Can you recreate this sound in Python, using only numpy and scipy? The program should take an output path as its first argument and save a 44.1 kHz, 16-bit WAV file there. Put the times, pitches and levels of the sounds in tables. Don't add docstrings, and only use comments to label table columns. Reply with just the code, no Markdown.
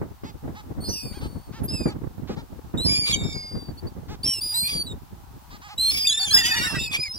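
import sys
import numpy as np
from scipy import signal
from scipy.fft import rfft, irfft
from scipy.io import wavfile
from scipy.ndimage import uniform_filter1d

SR = 44100
rng = np.random.default_rng(int(sys.argv[2]) if len(sys.argv) > 2 else 0)


def put_to_file(sound):
    columns = np.atleast_2d(sound).T
    safe = np.clip(columns, -1, 1)
    whole_steps = np.round(safe * 32767)
    wavfile.write(sys.argv[1], SR, whole_steps.astype(np.int16))


N = 316638
EDGE_HZ = 15850
PAN_DB = -1.5


def gain_of(db):
    return 10 ** (np.asarray(db) / 20)


def evened(x):
    return x / np.sqrt(np.mean(x ** 2) + 1e-20)


def read(points, hz):
    f, value = np.transpose(points)
    return np.interp(np.log(hz + 1), np.log(f + 1), value)


def coloured(x, points):
    f = np.fft.rfftfreq(x.shape[-1], 1 / SR)
    return irfft(rfft(x) * gain_of(read(points, f)), x.shape[-1])


def drift(shape, hz):
    f = np.fft.rfftfreq(shape[-1], 1 / SR)
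    spectrum = rfft(rng.standard_normal(shape)) * np.exp(-(f / hz) ** 2)
    return evened(irfft(spectrum, shape[-1]))


def add(mix, s, sound, lag_ms):
    sound = np.pad(sound, (32, 32 + len(sound) % 2))
    f = np.fft.rfftfreq(len(sound), 1 / SR)
    left = irfft(rfft(sound) * np.exp(-2j * np.pi * f * lag_ms / 1000))
    pair = np.array([left, sound]) * gain_of([[PAN_DB / 2], [-PAN_DB / 2]])
    part = mix[:, round(s * SR) - 32:][:, :len(sound)]
    part += pair[:, :part.shape[1]]


def gulls():
    mix = np.zeros((2, N))
    for calls in (squeals, yelps, duets, warbles, screeches, cackles, crowd):
        calls(mix)
    t = np.arange(4000) / SR
    scatter = rng.standard_normal((2, 4000)) * gain_of(-60 * t / 0.11)
    scatter *= gain_of(-14) / np.linalg.norm(scatter[0])
    return mix + signal.oaconvolve(mix, scatter, axes=1)[:, :N]


# (start t/s, length t/s, scoop share 0-1, top f/Hz, end f/Hz, level/dB, fade/dB,
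# left lag/ms, overtone boost/dB)
SQUEAL_GLIDES = [ (0.801, 0.73, 0.04, 4520, 4420, -44, 27, 0.23, 6),
                 (2.845, 0.29, 0, 5045, 4470, -22.5, 3.5, .1, -5.5),
                 (2.877, 0.75, 0.02, 2352, 2064, -35, 33, 0.13, 5),
                 (3.075, 0.28, 0.03, 3713, 3643, -35, 11.5, 0.024, -1),
                 (3.322, 0.4, 0, 4880, 4530, -36, 15.5, -0.033, -9),
                 (4.405, 0.47, 0.07, 4900, 4585, -27.5, 21.5, 0., 3.5),
                 (4.538, 0.15, 0.05, 4090, 4310, -24.5, 4.5, 0.15, 4.5),
                 (4.685, 0.15, 0, 4800, 4480, -29, -3, -0.18, 1),
                 (5.775, 0.14, 0.06, 4103, 4330, -22.5, -2, -0.26, -3),
                 (5.894, 0.21, 0, 5150, 4620, -27, -6, -0.057, -1),
                 (6.359, 0.32, 0, 2747, 2097, -31.5, 5.5, 0.053, -12),
                 (6.582, 0.43, 0, 2748, 2340, -37, 0.5, -0.0072, -3),
                 (6.601, 0.29, 0, 5410, 4510, -34.5, 3.5, -0.165, 3),
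                 (6.967, 0.4, 0.05, 5080, 4960, -33, 18, 0.02, -4.5)]


def squeals(mix):
    for *shape, lag_ms, boost_db in SQUEAL_GLIDES:
        start, top_hz = shape[0], shape[3]
        worn = .9 if start > CROWD_SPANS[0][0] or top_hz < 3000 else .25
        add(mix, start, squeal(glide(*shape), boost_db=boost_db, worn=worn), lag_ms)


# (start t/s, length t/s, first f/Hz, last f/Hz, level/dB)
YELP_GLIDES = [(0.834, 0.09, 4250, 4280, -41), (0.843, 0.08, 4800, 5100, -38),
               (1.631, 0.039, 10500, 12850, -33.5), (2.771, 0.11, 3660, 4400, -31),
               (3.23, 0.11, 5320, 5300, -44), (3.121, 0.036, 3430, 3000, -23),
               (3.771, .033, 4360, 4640, -45.5), (3.864, 0.03, 4470, 4670, -47.5),
               (4.629, 0.074, 2380, 2506, -40.5), (4.861, 0.073, 4000, 3700, -40.5),
               (6.044, 0.029, 2275, 2750, -31), (6.1, 0.039, 3750, 4060, -28),
               (6.19, 0.063, 4670, 4380, -24.5), (6.304, 0.0355, 4000, 4530, -21.5),
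               (7.019, 0.069, 2520, 2130, -33.5), (7.12, 0.047, 5340, 5580, -35.5)]


def yelps(mix):
    for s, length, first_hz, last_hz, db in YELP_GLIDES:
        add(mix, s, squeal([(s, first_hz, db), (s + length, last_hz, db)]), -.05)


# (start t/s, length t/s, scoop share 0-1, top f/Hz, end f/Hz,
# level/dB, fade/dB, left lag/ms, first pitch ratio of the lower voice)
DUET_GLIDES = [(0.886, 0.23, 0, 5940, 5110, -32.5, 30, -0.11, 0.47),
               (0.918, 0.24, 0.03, 5100, 4570, -35, 18.5, 0.33, 0.53),
               (1.678, .235, 0.05, 5150, 4520, -32, 14, -0.031, 0.55),
               (4.228, 0.18, 0.2, 5564, 5240, -18.5, 17.5, -0.025, 0.62)]
LOWER_DB, SUM_DB = -10, -2


def duets(mix):
    for *shape, lag_ms, ratio in DUET_GLIDES:
        add(mix, shape[0], squeal(glide(*shape), ratio, LOWER_DB, SUM_DB, rasp_db=-22), lag_ms)


# (t/s, f/Hz, level/dB)
WARBLE_CURVES = [
    [(6.066, 3674, -18.5), (6.108, 3257, -28), (6.162, 3643, -24.5), (6.234, 3605, -32.5),
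     (6.31, 3327, -34), (6.679, 3800, -37)],
    [(6.326, 5100, -16), (6.44, 4714, -25.5), (6.483, 4930, -27.5), (6.57, 4540, -34.5),
     (6.66, 4520, -31.5)],
    [(6.362, 1811, -29), (6.387, 1995, -26), (6.429, 1819, -28.5), (6.479, 2015, -29), (6.523, 1832, -30.5),
     (6.551, 1908, -25), (6.689, 1927, -44)],
]
WARBLE_LEFT_LAGS = [0.022, -0.2647, 0.15]


def warbles(mix):
    for rows, lag_ms in zip(WARBLE_CURVES, WARBLE_LEFT_LAGS):
        call = squeal(rows, lower_db=-20, sum_db=6.0, rasp_db=-20.5, worn=0.97)
        add(mix, rows[0][0], call, lag_ms)


SCOOP_S, ONSET_DB = 0.02, -68
BEND = 1.7


def glide(start, length, scoop, top_hz, end_hz, db, fade_db):
    t = np.arange(0, length, 1 / 500)
    early, late = np.exp(-(t / SCOOP_S) ** 2), (t / length) ** BEND
    hz = (top_hz + (end_hz - top_hz) * late) * (1 - scoop * early)
    return np.transpose([start + t, hz, db - fade_db * late + ONSET_DB * scoop * early])


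# (f/Hz, level/dB)
OCTAVE_BY_PITCH = [(2100, -8.5), (2800, -1.5), (5300, -12.5)]
# (f/Hz, level/dB per Hz)
RASP_COLOUR = [(1500, -19.5), (2500, 2.5), (4500, -4), (16000, -10)]
CRACK_DB = 0.5


def squeal(rows, ratio=.5, lower_db=-60, sum_db=0, rasp_db=-24, waver=0.00537, boost_db=0, worn=.3):
    s, hz, db = np.transpose(rows)
    t = np.arange(s[0], s[-1], 1 / SR)
    wobble, flutter, crack, fuzz, grain = [drift((SR,), rate)[:len(t)] for rate in (33, 55, 15, 110, 280)]

    hz = uniform_filter1d(np.interp(t, s, hz), size=500, mode="nearest")
    hz = hz * (1 + waver * wobble + 0.015 * worn * np.tanh(4 * crack))
    turn = 2 * np.pi * np.cumsum(hz) / SR
    overtone_db = read(OCTAVE_BY_PITCH, hz) + boost_db
    tone = np.sin(turn)
    tone += gain_of(overtone_db) * np.sin(2 * turn) * (2 * hz < EDGE_HZ)
    tone += gain_of(1.26 * overtone_db - 5.5) * np.sin(3 * turn) * (3 * hz < EDGE_HZ)

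    sinking = .49 + (ratio - .49) * np.exp(-(t - s[0]) / 0.11)
    low = 2 * np.pi * np.cumsum(hz * sinking) / SR
    sums = np.sin(low + turn) + 0.46 * np.sin(low + 2 * turn)
    swell = gain_of(lower_db) * np.clip((t - s[0]) / 0.06, 0, 1) ** 3
    tone += swell * (np.sin(low) + gain_of(sum_db) * sums)

    breath = evened(coloured(rng.standard_normal(2 * len(t)), RASP_COLOUR))[:len(t)]
    side_tones = fuzz * (np.sin(.75 * turn) + .5 * np.sin(1.5 * turn))
    rasp = gain_of(rasp_db) * (breath + side_tones)

    gaps_db = CRACK_DB * np.maximum(1 - abs(crack) * 4, 0)
    unsteady = gain_of(worn * (4.34 * flutter - gaps_db)) + 0.18 * grain
    ends = signal.windows.tukey(len(t), min(0.018 / (s[-1] - s[0]), 1))
    return gain_of(np.interp(t, s, db)) * ends * (np.sqrt(2) * tone * unsteady + rasp)


# (start t/s, end t/s, level/dB before the fades, added colour slope/dB per octave)
SCREECH_SPANS = [(2.839, 3.042, -34, -2.5), (3.025, 3.176, -28, -5), (4.608, 4.825, -33.5, -2.5),
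                 (5.797, 6.115, -30, -0.5), (6.499, 6.794, -36.5, 0), (6.901, 6.986, -22, -5)]


def screeches(mix):
    for row in SCREECH_SPANS:
        add(mix, row[0], screech(*row), -.2)


def screech(start, end, db, slope_db, pitch_hz=1180):
    size = 2 * round((end - start) * SR / 2)
    turn = 2 * np.pi * np.cumsum(pitch_hz * np.linspace(1, .93, size)) / SR
    fuzz = drift((12, size), 120)
    partials = sum(f * np.sin((k + 1) * turn) for k, f in enumerate(fuzz))
    puffs = rng.standard_normal(size) * gain_of(3. * drift((size,), 50))
    throat = [(hz, level + slope_db * np.log2(hz)) for hz, level in RASP_COLOUR]
    scream = evened(coloured(evened(partials) + evened(puffs), throat))
    return gain_of(db) * scream * np.hanning(size)


# (about the middle t/s, top f/Hz, level/dB before the fades)
CACKLE_NOTES = [(0.272, 445, -45), (0.585, 435.5, -43.5), (1.16, 832, -47.5), (1.243, 442, -42),
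                (1.56, 456, -46), (1.912, 434, -43), (2.309, 421, -44), (2.399, 464, -45),
                (4.119, 431, -44), (4.55, 465, -42), (5.539, 414, -46), (5.65, 419, -44), (5.721, 425, -41),
                (6.94, 450, -52)]


def cackles(mix):
    for s, hz, db in CACKLE_NOTES:
        add(mix, s - .037, cackle(hz, db, rng.random()), rng.uniform(-0.22, 0.39))


# (f/Hz, level/dB)
BILL_COLOUR = [(400, -56), (820, -13.5), (1260, -18.5), (2500, -24.5), (4640, -25), (9000, -41)]


def cackle(top_hz, db, gape):
    u = np.linspace(-1, 1, 2 * round((.055 + .03 * gape) * SR / 2))
    turn = 2 * np.pi * np.cumsum(top_hz * (1 - 0.21 * (u - .15) ** 2)) / SR
    stack = sum(rng.uniform(0.43, 1) * np.cos(k * turn + k * k) for k in range(1, 21))
    hoarse = (0.5 + .5 * u ** 2) * rng.standard_normal(len(u))
    bill = [(hz * 1.17 ** (gape - .5), level) for hz, level in BILL_COLOUR]
    note = evened(coloured(evened(stack) + hoarse, bill))
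    return gain_of(db) * note * (1 - u ** 2) ** 0.49


# (start t/s, end t/s, peak level/dB of the whistles)
CROWD_SPANS = [(6.249, 6.879, -30.5)]


def crowd(mix, count=12):
    for start, end, db in CROWD_SPANS:
        for k, (when, long, pitch, arch, side) in enumerate(rng.random((count, 5))):
            length, hz = 0.03 + 0.06 * long, 1400 * 3.2 ** pitch
            s = start + (k + when) / count * (end - start - length)
            rows = [(s, hz * (1 - .1 * arch), db - 8),
                    (s + .4 * length, hz, db),
                    (s + length, .95 * hz, db - 8)]
            add(mix, s, squeal(rows, lower_db=-16, rasp_db=-8, waver=.015), .5 * side - .25)
            squawk = cackle(480 * (1 + long), db - 10, arch)
            add(mix, s - length, squawk, .5 * pitch - .25)


# (t/s, level/dB)
WIND_LEVEL = [(0.03, -38), (.4, -40), (.9, -33.5), (1.45, -40), (1.9, -31), (2.5, -40), (2.78, -28),
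              (3.9, -38.5), (5.75, -48.5), (6.2, -37.5), (6.95, -32), (7.05, -47.5)]
# (t/s, peak level/dB on the harder-hit microphone)
BUFFET_HITS = [(0.014, -16), (0.234, -22), (0.476, -22), (0.822, -25), (1.856, -8.5), (2.294, -18.5),
               (2.739, -15.5), (3.671, -35.5), (3.824, -29.5)]
# (f/Hz, level/dB per Hz)
WIND_COLOUR = [(18, -15.5), (60, 2.5), (130, 1), (270, -3.5), (700, -20.5), (2000, -37.5), (5000, -81.5)]


def wind():
    t = np.arange(N) / SR
    eddies = drift((2, N), 44.3) + drift((N,), 12.6)
    eddies = 2.89 * np.tanh(eddies / 2.87)
    noise = evened(coloured(rng.standard_normal((2, N)), WIND_COLOUR))
    deep = signal.sosfilt(signal.butter(2, 110, fs=SR, output="sos"), noise)
    level_db = np.interp(t, *np.transpose(WIND_LEVEL))
    out = deep * gain_of(3.95 * eddies - 0.49 * (level_db + 37))
    out += gain_of(-5.0) * (noise - deep) * gain_of(7.13 * eddies)
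    out *= gain_of(level_db)

    slap = signal.sosfilt(signal.butter(1, 300, "high", fs=SR, output="sos"), noise)
    slap = np.roll(slap, 9000, axis=1)
    for s, peak_db in BUFFET_HITS:
        since = np.maximum(t - s, 0)
        shape = (1 - np.exp(-since / 0.00049)) ** 2 * np.exp(-since / 0.025)
        burst = shape * slap
        out += gain_of(peak_db) * burst / abs(burst).max()
    return out


# (f/Hz, level/dB per Hz)
BAY_COLOUR = [(300, -29), (820, 11.5), (2000, -6), (4400, -6.5), (9000, -11.5), (11000, -11), (16000, -5.5)]
BAY_DB = -54


def bay():
    common, own = rng.standard_normal(N), rng.standard_normal((2, N))
    swell = gain_of(drift((N,), 3))
    return gain_of(BAY_DB) * swell * evened(coloured(0.34 * common + own, BAY_COLOUR))


def scene():
    return gulls() + wind() + bay()


def record(dry):
    lowpass = signal.firwin(511, EDGE_HZ, window=("kaiser", 9), fs=SR)
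    return signal.oaconvolve(dry, lowpass[None], "same")


dry = scene()
out = record(dry)
put_to_file(out)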